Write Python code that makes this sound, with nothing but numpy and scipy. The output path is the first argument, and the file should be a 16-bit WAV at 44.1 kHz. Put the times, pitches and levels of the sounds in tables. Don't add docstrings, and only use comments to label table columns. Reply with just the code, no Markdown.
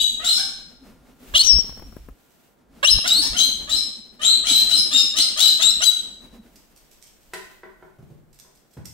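import sys
import numpy as np
from scipy import signal
from scipy.fft import rfft, irfft, next_fast_len
from scipy.io import wavfile
from scipy.ndimage import uniform_filter1d, minimum_filter1d

SR = 44100
rng = np.random.default_rng(int(sys.argv[2]) if len(sys.argv) > 2 else 0)


def dump_mix(stems):
    frames = np.atleast_2d(stems).T
    limited = np.clip(frames, -1, 1)
    pcm = np.round(limited * 32767).astype(np.int16)
    wavfile.write(sys.argv[1], SR, pcm)


N = 393813
TIME = np.arange(N) / SR


def from_db(db):
    return 10 ** (np.asarray(db) / 20)


def rms_one(x):
    return x / np.sqrt(np.mean(x ** 2) + 1e-20)


def in_time(rows, t=TIME):
    s, *columns = np.transpose(rows)
    return [np.interp(t, np.sort(s), column) for column in columns]


def at_hz(points, hz):
    f, value = np.transpose(points)
    return np.interp(np.log(np.maximum(hz, 1)), np.log(f), value)


def noise(colour, size=N):
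    padded = next_fast_len(size)
    hz = np.fft.rfftfreq(padded, 1 / SR)
    spectrum = rfft(rng.standard_normal(padded)) * from_db(at_hz(colour, hz))
    return rms_one(irfft(spectrum, padded)[:size])


def wide_noise(colour, alike, size=N):
    common = np.sqrt(alike) * noise(colour, size)
    return common + np.sqrt(1 - alike) * np.array([noise(colour, size), noise(colour, size)])


def drift(rate_hz, size=N):
    at = np.arange(size) * rate_hz / SR
    count = int(at[-1]) + 2
    return rms_one(np.interp(at, np.arange(count), rng.standard_normal(count)))


def hops(rate_hz, size):
    return rng.standard_normal(size + 1)[np.cumsum(rng.random(size) < rate_hz / SR)]


def butter(x, hz, kind, order=2):
    sos = signal.butter(order, np.clip(hz, 10, .45 * SR), kind, fs=SR, output="sos")
    return signal.sosfilt(sos, x)


def pan(db):
    gains = from_db(np.array([db, -db]).reshape(2, -1) / 2)
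    return gains / np.sqrt(np.mean(gains ** 2, axis=0))


def add(track, s, sound):
    i = max(round(s * SR), 0)
    track[..., i:i + sound.shape[-1]] += sound[..., :N - i]


def burst(colour, rise_s, t60):
    t = TIME[:SR // 2]
    return noise(colour, len(t)) * (1 - np.exp(-t / rise_s)) * from_db(-60 * t / t60)


def spells(rows, rise_s, fall_s, fade_db_per_s=0):
    power = 0
    for s, length_s, db in rows:
        before, after = np.maximum(s - TIME, 0), np.maximum(TIME - s - length_s, 0)
        outside = before / rise_s + after / fall_s
        held_db = db - fade_db_per_s * np.clip(TIME - s, 0, length_s)
        power = power + (from_db(held_db) * np.exp(-np.minimum(outside, 20))) ** 2
    return np.sqrt(power)


RASP_AIR, RASP_JITTER = .15, .014


def puffs(hz, uneven_db):
    size = len(hz)
    cycles = np.cumsum(hz * (1 + RASP_JITTER * drift(500, size))) / SR
    clicks = np.diff(np.floor(cycles), prepend=-1) * from_db(uneven_db * drift(700, size))
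    opening = (1 + np.cos(2 * np.pi * cycles)) / 2
    return rms_one(clicks) + RASP_AIR * rng.standard_normal(size) * opening


# f/Hz, width/Hz, level/dB
THROAT = [(2930, 490, -7), (4030, 290, 1), (5306, 1000, -6.5), (6410, 530, -4.5), (7233, 380, -7),
          (8764, 770, -8), (10170, 790, -13.5), (12290, 1200, -17), (15500, 870, -27)]


def throat(x, resonances=THROAT):
    out = 0
    for k, (hz, width_hz, db) in enumerate(resonances):
        r = np.exp(-np.pi * width_hz / SR)
        zeros = [(1 - r * r) / 2, 0, (r * r - 1) / 2]
        poles = [1, -2 * r * np.cos(2 * np.pi * hz / SR), r * r]
        out = out + (-1) ** k * from_db(db) * signal.lfilter(zeros, poles, x)
    return out


OVERTONES_DB = [-2.5, -6.5, -11.5]
SIDE_TONES_DB = [-2, -3, -15, -16.5]


def whistle(hz, rough, overtone_db, step_hz=850, jitter=0.018, wander=.021, shimmer_db=5, stray=0.015,
            flicker_db=5):
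    size = len(hz)
    shake = rough * (jitter * drift(1800, size) + wander * drift(220, size))
    phase = 2 * np.pi * np.cumsum(hz * (1 + shake)) / SR
    partials = 0
    for harmonic, db in enumerate(OVERTONES_DB, start=2):
        gain = from_db(db + overtone_db + flicker_db * drift(60, size))
        partials = partials + gain * np.sin(harmonic * phase)
    for steps, db in zip((-1, 1, 2, 3), SIDE_TONES_DB):
        offset_hz = steps * step_hz + stray * hz * drift(150, size)
        offset = 2 * np.pi * np.cumsum(offset_hz) / SR
        partials = partials + rough * from_db(db + flicker_db * drift(90, size)) * np.sin(phase + offset)
    shimmer = from_db(shimmer_db * rough * drift(400, size))
    return rms_one((np.sin(phase) + throat(partials)) * shimmer)


FLUTTER_RATIO = 4.6


def rasp(hz, growl_db=-22, bright_db=-23, grain_db=4.5):
    flow = puffs(hz / FLUTTER_RATIO, uneven_db=5)
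    growl = from_db(growl_db) * butter(butter(flow, 550, "high"), 2900, "low")
    voice = butter(throat(flow) + from_db(bright_db) * flow, 2600, "high", order=4) + growl
    even = voice / np.sqrt(np.abs(uniform_filter1d(voice ** 2, size=130)) + 1e-9)
    return rms_one(even * from_db(grain_db * drift(250, len(hz))))


# t/s, direct level/dB, room level/dB, direct left-right/dB, overtone level/dB
PLACE = [(0, -0.5, 7, 16, 8), (.35, -10, -3, 3, 1.5), (1.36, -3.5, -17, 2, -6.5),
         (1.46, 4.5, -12.5, 10, -11), (1.53, 1, -14, 18, -22.5), (2.87, 0, -10, 9.5, 3.5),
         (3.14, 2, -1, 5.5, -0.5), (3.43, -7, -8.5, 15, 1), (3.75, 5, 8, 7, 1.5), (4.3, -4.5, 3, 18, 1.5),
         (4.75, -5.5, -2, 8, 3.5), (5.2, -3.5, -1.5, 8.5, 0.5), (5.67, 0.5, -3, 15, 4.5),
         (5.9, -0.5, -10, 15, 11)]


def syrinx(t, hz, level_db, rough, rasp_db=-1, rasp_growth=1.87, attack_s=0.0081, release_s=0.012):
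    rough = np.clip(rough, 0, 1)
    overtone_db = in_time(PLACE, t)[3]
    tone = np.sqrt(1 - rough ** 2) * whistle(hz, rough, overtone_db)
    rasping = from_db(rasp_db) * rough ** rasp_growth * rasp(hz)
    edges = np.clip(np.minimum((t - t[0]) / attack_s, (t[-1] - t) / release_s), 0, 1)
    return edges * from_db(level_db) * (tone + rasping)


LEAP_S, CLEARING_S = .005, 0.01
RASP_RISE_HZ, RASP_RISE_BEND, RASP_SWELL_BEND = 483.6, 1.6, 2
CRY_BEND, CRY_ARCH_DB = 1.4, 4
CRY_WAVER, CRY_HOP, HOPS_PER_S = .007, .009, 130
STRAIN_HZ, STRAIN_S = 229, .005


def screech(s, rasp_s, rasp_hz, rasp_db, rasp_swell_db, rasp_rough,
            cry_s, first_hz, last_hz, cry_db, swell_db, cry_rough):
    t = np.arange(-rasp_s, cry_s, 1 / SR)
    to_go, after = np.maximum(-t / rasp_s, 0), np.maximum(t, 0)
    along, leapt = np.minimum(after / cry_s, 1), np.minimum(after / LEAP_S, 1)
    unsteady = 1 + CRY_WAVER * drift(110, len(t)) + CRY_HOP * hops(HOPS_PER_S, len(t))
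    glide_hz = (last_hz + (first_hz - last_hz) * (1 - along) ** CRY_BEND) * unsteady
    glide_hz = glide_hz + STRAIN_HZ * (last_hz > first_hz) * np.exp((t - cry_s) / STRAIN_S)
    climb_hz = rasp_hz - RASP_RISE_HZ * to_go ** RASP_RISE_BEND
    climb_hz = climb_hz + STRAIN_HZ * np.exp(-np.abs(t) / STRAIN_S)
    climb_db = rasp_db - rasp_swell_db * to_go ** RASP_SWELL_BEND
    arch_db = cry_db + swell_db * (along - .5) - CRY_ARCH_DB * (2 * along - 1) ** 2
    hz = (1 - leapt) * climb_hz + leapt * glide_hz
    level_db = (1 - leapt) * climb_db + leapt * arch_db
    rough = cry_rough + (rasp_rough - cry_rough) * np.exp(-after / CLEARING_S)
    return syrinx(s + rasp_s + t, hz, level_db, rough)


WHISTLE_ARCH_DB = 1


def glide(s, length_s, first_hz, last_hz, db, rough):
    t = np.arange(0, length_s, 1 / SR)
    hz = np.linspace(first_hz, last_hz, len(t))
    level_db = db - WHISTLE_ARCH_DB * (2 * t / length_s - 1) ** 2
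    return syrinx(s + t, hz, level_db, np.full(len(t), rough))


# length/s, first f/Hz, last f/Hz, level/dB, swell/dB, roughness/0-1
SCREECHES = [ (0, 0.0032, 3610, -10, -12, 0.3, 0.032, 3857, 3813, -20, -9, 0.2),
             (0.236, 0.024, 3612, -19, 5.5, 0.77, 0.062, 3660, 4330, -11.5, 2.5, 0.25),
             (1.344, .038, 3198, -5, 3.5, 0.51, 0.052, 4020, 4410, -9.5, -2.5, 0.47),
             (2.842, 0.035, 3050, -8.5, 4, 0.42, 0.037, 3750, 4130, -5, -6, 0.32),
             (3.063, .03, 3715, -15, 13, 0.86, .125, 3586, 4537, -17.5, 0, 0.1),
             (3.36, 0.04, 3257, -14, 11, 0.72, 0.088, 3878, 4245, -10.5, -19, 0.24),
             (3.688, 0.026, 3690, -27.5, 10, 0.83, 0.054, 3765, 4180, -22.5, -3, 0.15),
             (4.212, 0.032, 3294, -20.5, 8.5, 0.51, 0.076, 3645, 4194, -13, -2, 0),
             (4.448, 0.046, 3342, -15.5, 12, 0.77, 0.14, 3922, 4058, -13, -8, 0.38),
             (4.687, 0.021, 3745, -20.5, 13.5, 0.96, 0.067, 3880, 4184, -12, -3, 0.18),
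             (4.905, .025, 3535, -16.5, 21.5, 0.8, 0.049, 3657, 3860, -11, 2.5, 0.32),
             (5.153, 0.036, 3125, -12.5, 15.5, 0.85, 0.029, 3764, 4217, -9, 17.5, 0),
             (5.367, 0.042, 3363, -9.5, 22, 0.83, 0.097, 3750, 4076, -9, -1, 0.3),
             (5.599, 0.029, 3362, -14.5, 29, 0.79, 0.083, 3604, 4063, -10.5, 3.5, 0.07),
             (5.81, 0.039, 3180, -11.5, 18.5, 0.75, 0.06, 4110, 3845, -6, 9, 0.11)]
# t/s, length/s, first f/Hz, last f/Hz, level/dB, roughness/0-1
WHISTLES = [(0.32, 0.092, 5290, 5147, -17.5, 0.55), (2.904, 0.045, 5405, 5130, -7, 0.24),
            (3.215, 0.07, 5086, 5300, -19.5, 0.62), (3.754, 0.044, 5307, 5150, -29, 0.5),
            (4.755, 0.051, 5230, 5093, -14.5, 0.44), (4.969, .06, 5050, 5273, -16, 0.4),
            (5.215, 0.024, 5137, 5053, -14.5, 0.4), (5.703, 0.014, 5370, 5400, -17, 0.1)]
# t/s, length/s, first f/Hz, last f/Hz, level/dB, roughness/0-1
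SECOND_VOICES = [(0, 0.03, 3410, 3196, -29.5, 0.42), (0, 0.021, 4750, 4675, -34.5, 0.3),
                 (.29, 0.058, 3525, 3660, -26, 0.42), (1.342, 0.027, 3260, 3760, -12, 0.42),
                 (1.381, 0.062, 2920, 3070, -21.5, .5), (3.1, 0.042, 3853, 3830, -19, 0.13),
                 (3.15, 0.056, 3950, 4130, -23, 0.13), (3.362, 0.098, 3075, 3210, -14, 0.37),
                 (4.967, .05, 3756, 3665, -19, 0.5), (5.42, 0.071, 4250, 3725, -13.5, 0.44),
                 (5.434, 0.067, 5000, 5200, -29, 0.5), (5.836, 0.035, 3130, 3145, -20, 0.12),
                 (5.84, 0.04, 4680, 4930, -21.5, 0.3)]
# t/s, f/Hz, level/dB, roughness/0-1
LANDING_WHISTLE = [(1.429, 5700, -21.5, 0.7), (1.455, 5860, -22, 0.65), (1.484, 5650, -15, 0.3),
                   (1.508, 5510, -7.5, 0.05), (1.525, 5270, -12.5, 0.09), (1.573, 5430, -16.5, .1),
                   (1.595, 5610, -15, .05), (1.615, 5534, -15.5, 0.02)]


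def calls():
    voice = np.zeros(N)
    for row in SCREECHES:
        add(voice, row[0], screech(*row))
    for row in WHISTLES + SECOND_VOICES:
        add(voice, row[0], glide(*row))
    t = np.arange(LANDING_WHISTLE[0][0], LANDING_WHISTLE[-1][0], 1 / SR)
    add(voice, t[0], syrinx(t, *in_time(LANDING_WHISTLE, t)))
    return voice


# f/Hz, t60/s
ROOM_T60 = [(100, 0.94), (500, 0.53), (1400, 0.66), (4000, 0.63), (8000, 0.54), (15000, .36)]
# f/Hz, left-right/dB
ROOM_SIDE = [(250, 2.5), (1100, -1.5), (4000, 3), (8000, -0.5), (12000, 1.5)]


def room(x, gap_s=0.00086, build_s=0.002, bass_alike=0.25, alike_hz=1500):
    t = TIME[:SR]
    hz = np.fft.rfftfreq(len(t), 1 / SR)
    alike = bass_alike / (1 + (hz / alike_hz) ** 2)
    white = rfft(rng.standard_normal((3, len(t))))
    spectrum = np.sqrt(alike) * white[2] + np.sqrt(1 - alike) * white[:2]
    spectrum = spectrum * pan(at_hz(ROOM_SIDE, hz))
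    centres = np.geomspace(100, 15000, 12)
    tail = 0
    for centre, share in zip(centres, np.eye(len(centres))):
        band = irfft(spectrum * at_hz(np.c_[centres, share], hz), len(t))
        tail = tail + band * from_db(-60 * t / at_hz(ROOM_T60, centre))
    tail = tail * np.clip((t - gap_s) / build_s, 0, 1)
    return signal.fftconvolve(x[None], rms_one(tail) / np.sqrt(len(t)), axes=1)[:, :N]


CROAK_SIDE_DB = -4.5


def galahs(lag_s=.00025, wall_s=.0021, wall_db=-5):
    high, low = calls(), croaks()
    direct_db, room_db, side_db, _ = in_time(PLACE)
    left, right = high * pan(side_db) + low * pan(CROAK_SIDE_DB)
    echo = from_db(wall_db) * np.interp(TIME - wall_s, TIME, right)
    right = np.interp(TIME - lag_s, TIME, right) + echo
    return np.array([left, right]) * from_db(direct_db) + room((high + low) * from_db(room_db))


# t/s, length/s, level/dB
FLIGHTS = [(0, 0.64, -52), (.88, 0.14, -53), (1.3, 0.55, -51.5), (2.85, 0.23, -51), (3.15, 0.64, -44),
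           (4.3, 0.37, -49.5), (4.55, 1.25, -45), (6.07, 0.19, -54.5), (6.3, 0.04, -52.5)]


def flapping():
    return spells(FLIGHTS, rise_s=0.14, fall_s=0.18, fade_db_per_s=6.5)


WING_HUM_HZ, WING_HUM_SWING_HZ, WING_HUM_DB = 249, 34.98, -2
# f/Hz, level/dB
WING_COLOUR = [(80, -22), (160, -4), (240, 1), (330, -5.5), (480, -9), (1000, -16), (2500, -22),
               (12000, -31)]


def wings(beats_per_s=8, beat_db=4.5):
    beat_hz = beats_per_s * (1 + 0.27 * drift(5.1))
    beat = np.sin(2 * np.pi * np.cumsum(beat_hz) / SR)
    hum_hz = WING_HUM_HZ + WING_HUM_SWING_HZ * (beat / 2 + drift(45))
    hum = rms_one(np.sin(2 * np.pi * np.cumsum(hum_hz) / SR) * from_db(7.3 * drift(35)))
    whirr = wide_noise(WING_COLOUR, alike=0.65)
    return flapping() * from_db(beat_db * beat) * (whirr + from_db(WING_HUM_DB) * hum)


DRAUGHT_DB, BUFFET_SIDE_DB = -4, 0.5
# t/s, hold/s, level/dB
BUFFETS = [(1.35, 0.0082, -30.5), (1.455, .01, -36.5), (1.555, 0.018, -24.5), (1.63, 0.497, -44.5),
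           (2.945, 0.033, -25), (3.315, 0.029, -35), (3.55, 0.23, -47.5), (4.6, 0.069, -49),
           (5.65, 0.17, -49)]
# f/Hz, level/dB
BUFFET_COLOUR = [(15, -8.5), (30, 0), (50, 2.5), (80, -8.5), (130, -15.5), (250, -24), (600, -47),
                 (2000, -62)]


def buffets():
    push = np.hypot(spells(BUFFETS, rise_s=0.028, fall_s=0.01), from_db(DRAUGHT_DB) * flapping())
    return push * wide_noise(BUFFET_COLOUR, alike=0.86) * pan(BUFFET_SIDE_DB)


AIR_DB = -63
# f/Hz, level/dB
AIR = [(30, -17), (90, -15.5), (140, 1), (300, -1), (700, -6), (1200, -14), (1600, -14.5), (2100, -19),
       (2700, -31), (15000, -47)]


def still_air():
    return from_db(AIR_DB) * wide_noise(AIR, alike=0.3)


# t/s, length/s, level/dB
HANDLING = [(0, 0.36, -50.5), (6.5, 1.92, -63.5)]
# f/Hz, level/dB
HANDLING_COLOUR = [(15, -8.5), (32, -2), (55, -6), (90, -24.5), (300, -45)]


def handling():
    return spells(HANDLING, rise_s=0.1, fall_s=.3) * wide_noise(HANDLING_COLOUR, alike=0.36)


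CROAK_SWELL_DB = 5
# f/Hz, width/Hz, level/dB
CROAK_THROAT = [(650, 530, -3.5), (1150, 540, 2), (1643, 350, 4), (3060, 480, 0.5), (3950, 500, -4.5),
                (7000, 2800, -18)]


def croak(length_s, first_hz, last_hz):
    size = round(length_s * SR)
    flow = puffs(np.linspace(first_hz, last_hz, size), uneven_db=2.5)
    swell = from_db(CROAK_SWELL_DB * np.linspace(-.5, .5, size))
    return rms_one(throat(flow, CROAK_THROAT)) * swell * signal.windows.tukey(size, .3)


CROAK_GLIDE_HZ = 68.8
# t/s, length/s, centre f/Hz, level/dB
CROAKS = [(0.189, 0.058, 675, -33.5), (0.371, 0.027, 761, -27), (1.336, 0.03, 615.5, -24),
          (2.827, .021, 576, -18.5), (3.039, 0.029, 681, -27), (3.216, 0.058, 893, -36),
          (3.325, 0.039, 684, -30.5), (3.67, 0.03, 619, -42), (4.19, 0.053, 643, -38.5),
          (4.429, 0.031, 649, -35.5), (4.67, 0.049, 682, -36), (4.902, 0.05, 634, -35),
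          (5.133, 0.04, 620.7, -36.5), (5.36, 0.031, 633, -31.5), (5.59, 0.029, 660, -29),
          (5.801, 0.032, 680, -26.5)]


def croaks():
    voice = np.zeros(N)
    for s, length_s, hz, db in CROAKS:
        add(voice, s, from_db(db) * croak(length_s, hz - CROAK_GLIDE_HZ, hz + CROAK_GLIDE_HZ))
    return voice


METAL_RING_S = .37
# f/Hz, level/dB, t60/s
METAL_RING = (1400, -67, 12)


def metal_ring():
    hz, db, t60 = METAL_RING
    age = np.maximum(TIME - METAL_RING_S, 0)
    return from_db(db - 60 * age / t60) * np.sin(2 * np.pi * hz * age)


# t/s, length/s, level/dB
RUSTLES = [(1.29, 0.36, -48), (1.6, 0.47, -56), (2.2, 0.28, -60), (6.5, 0.83, -59.5), (7.35, 0.19, -54.5),
           (7.65, 0.54, -65.5), (8.35, 0.54, -65.5)]
# f/Hz, level/dB
RUSTLE_COLOUR = [(300, 5.5), (1500, -1), (3000, -1), (5300, -5.5), (8000, -4), (10000, -8.5), (12500, -4.5),
                 (15500, -4)]


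def rustles():
    level = spells(RUSTLES, rise_s=0.071, fall_s=0.085, fade_db_per_s=4)
    return level * from_db(0.81 * drift(54)) * wide_noise(RUSTLE_COLOUR, alike=0.2)


# t/s, level/dB
CLAWS = [(1.539, -30.5), (1.585, -25.5), (1.643, -31), (1.693, -32.5), (1.723, -36), (1.772, -32.5),
         (1.794, -30.5), (1.822, -30.5), (1.924, -35), (1.965, -29.5), (2.086, -28.5), (2.986, -21.5)]
# f/Hz, level/dB
CLAW_COLOUR = [(40, 6), (150, 10.5), (400, 2.5), (1500, -8), (2500, -19), (4000, -46.5), (15000, -20.5)]


def claws(side_db=8):
    taps = np.zeros(N)
    for s, db in CLAWS:
        add(taps, s, from_db(db) * burst(CLAW_COLOUR, rise_s=0.001, t60=0.03))
    return taps * pan(side_db)


# t/s, relative level/dB
SCUFFS = [(2.302, -49), (6.553, -40), (6.757, -38), (6.909, -40.5), (7.016, -39), (7.057, -39),
          (7.205, -40), (8.328, -43.5), (8.386, -40), (8.546, -40.5), (8.706, -41), (8.846, -33.5)]
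# f/Hz, level/dB
SCUFF_COLOUR = [(500, -26), (2000, -12.5), (3800, -9.5), (5300, -3), (7000, -6.5), (8300, -2), (10000, -17),
                (12500, -4.5), (15500, -22)]


def scuffs():
    out = np.zeros(N)
    for s, db in SCUFFS:
        add(out, s, from_db(db - 4.5) * burst(SCUFF_COLOUR, rise_s=0.0186, t60=0.079))
    out = out * from_db(6.9 * drift(300))
    return out * pan(-8.0) + from_db(2.5) * room(out)


# t/s, relative peak level/dB, low-pass f/Hz
KNOCKS = [(7.335, -19, 10840), (7.633, -31, 1400), (7.825, -35.5, 1075), (8.448, -48, 900),
          (8.771, -39.5, 1990)]
# f/Hz, level/dB, t60/s
KNOCK_MODES = [(192.8, -21, 0.24), (382, -6.5, 0.11), (635.5, -17, 0.17), (1007, -2, 0.036),
               (1060, -13.5, 0.042), (1500, 1, 0.014), (1764, -0.5, 0.017), (1970, -3, 0.018),
               (1970, -10, 0.02)]
# f/Hz, level/dB
CRACK_COLOUR = [(200, -7), (900, 8), (2100, 7.5), (3000, 3.5), (5000, 1), (15000, -1.5)]


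def knocks(crack_db=1, crack_t60=0.05):
    t, out = TIME[:SR // 2], np.zeros(N)
    for s, db, bright_hz in KNOCKS:
        rings = 0
        for hz, mode_db, t60 in KNOCK_MODES:
            decay = from_db(mode_db - 60 * t / t60)
            rings = rings + decay * np.sin(2 * np.pi * hz * t) * rng.choice([-1, 1])
        crack = from_db(crack_db) * burst(CRACK_COLOUR, rise_s=0.00053, t60=crack_t60)
        blow = butter(rings + crack, bright_hz, "low")
        add(out, s, from_db(db) * blow / np.abs(blow).max())
    return (from_db(-2.0) * out + from_db(1.5) * room(out)) * pan(-0.9)


# t/s, relative level/dB, high-pass f/Hz
THUDS = [(7.985, -43.5, 95.7), (8.023, -43.5, 101.9), (8.1, -43, 99), (8.768, -35, 65.8)]
# f/Hz, level/dB
THUD_COLOUR = [(30, -42.5), (70, -1.5), (130, -4.5), (250, -17), (400, -18), (800, -32), (1700, -47),
               (3000, -47), (12000, -55.5)]


def thuds():
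    out = np.zeros(N)
    for s, db, lowest_hz in THUDS:
        bump = butter(burst(THUD_COLOUR, rise_s=0.00078, t60=0.14), lowest_hz, "high")
        add(out, s, from_db(db + 3.0) * bump)
    return out + from_db(1.5) * room(out)


def scene():
    birds = galahs() + wings() + buffets() + claws()
    background = still_air() + handling() + metal_ring()
    return birds + background + rustles() + scuffs() + knocks() + thuds()


CUTOFF_HZ = 15750


def record(dry, ceiling=0.83, release_db_per_s=250):
    over_db = 20 * np.log10(np.maximum(np.abs(dry).max(axis=0) / ceiling, 1))
    release_db = release_db_per_s * TIME
    held_db = np.maximum.accumulate(over_db + release_db) - release_db
    gain_db = uniform_filter1d(minimum_filter1d(-held_db, size=89), size=89)
    low_pass = signal.ellip(14, .1, 90, CUTOFF_HZ, fs=SR, output="sos")
    return signal.sosfilt(low_pass, dry * from_db(gain_db))


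dry = scene()
out = record(dry)
dump_mix(out)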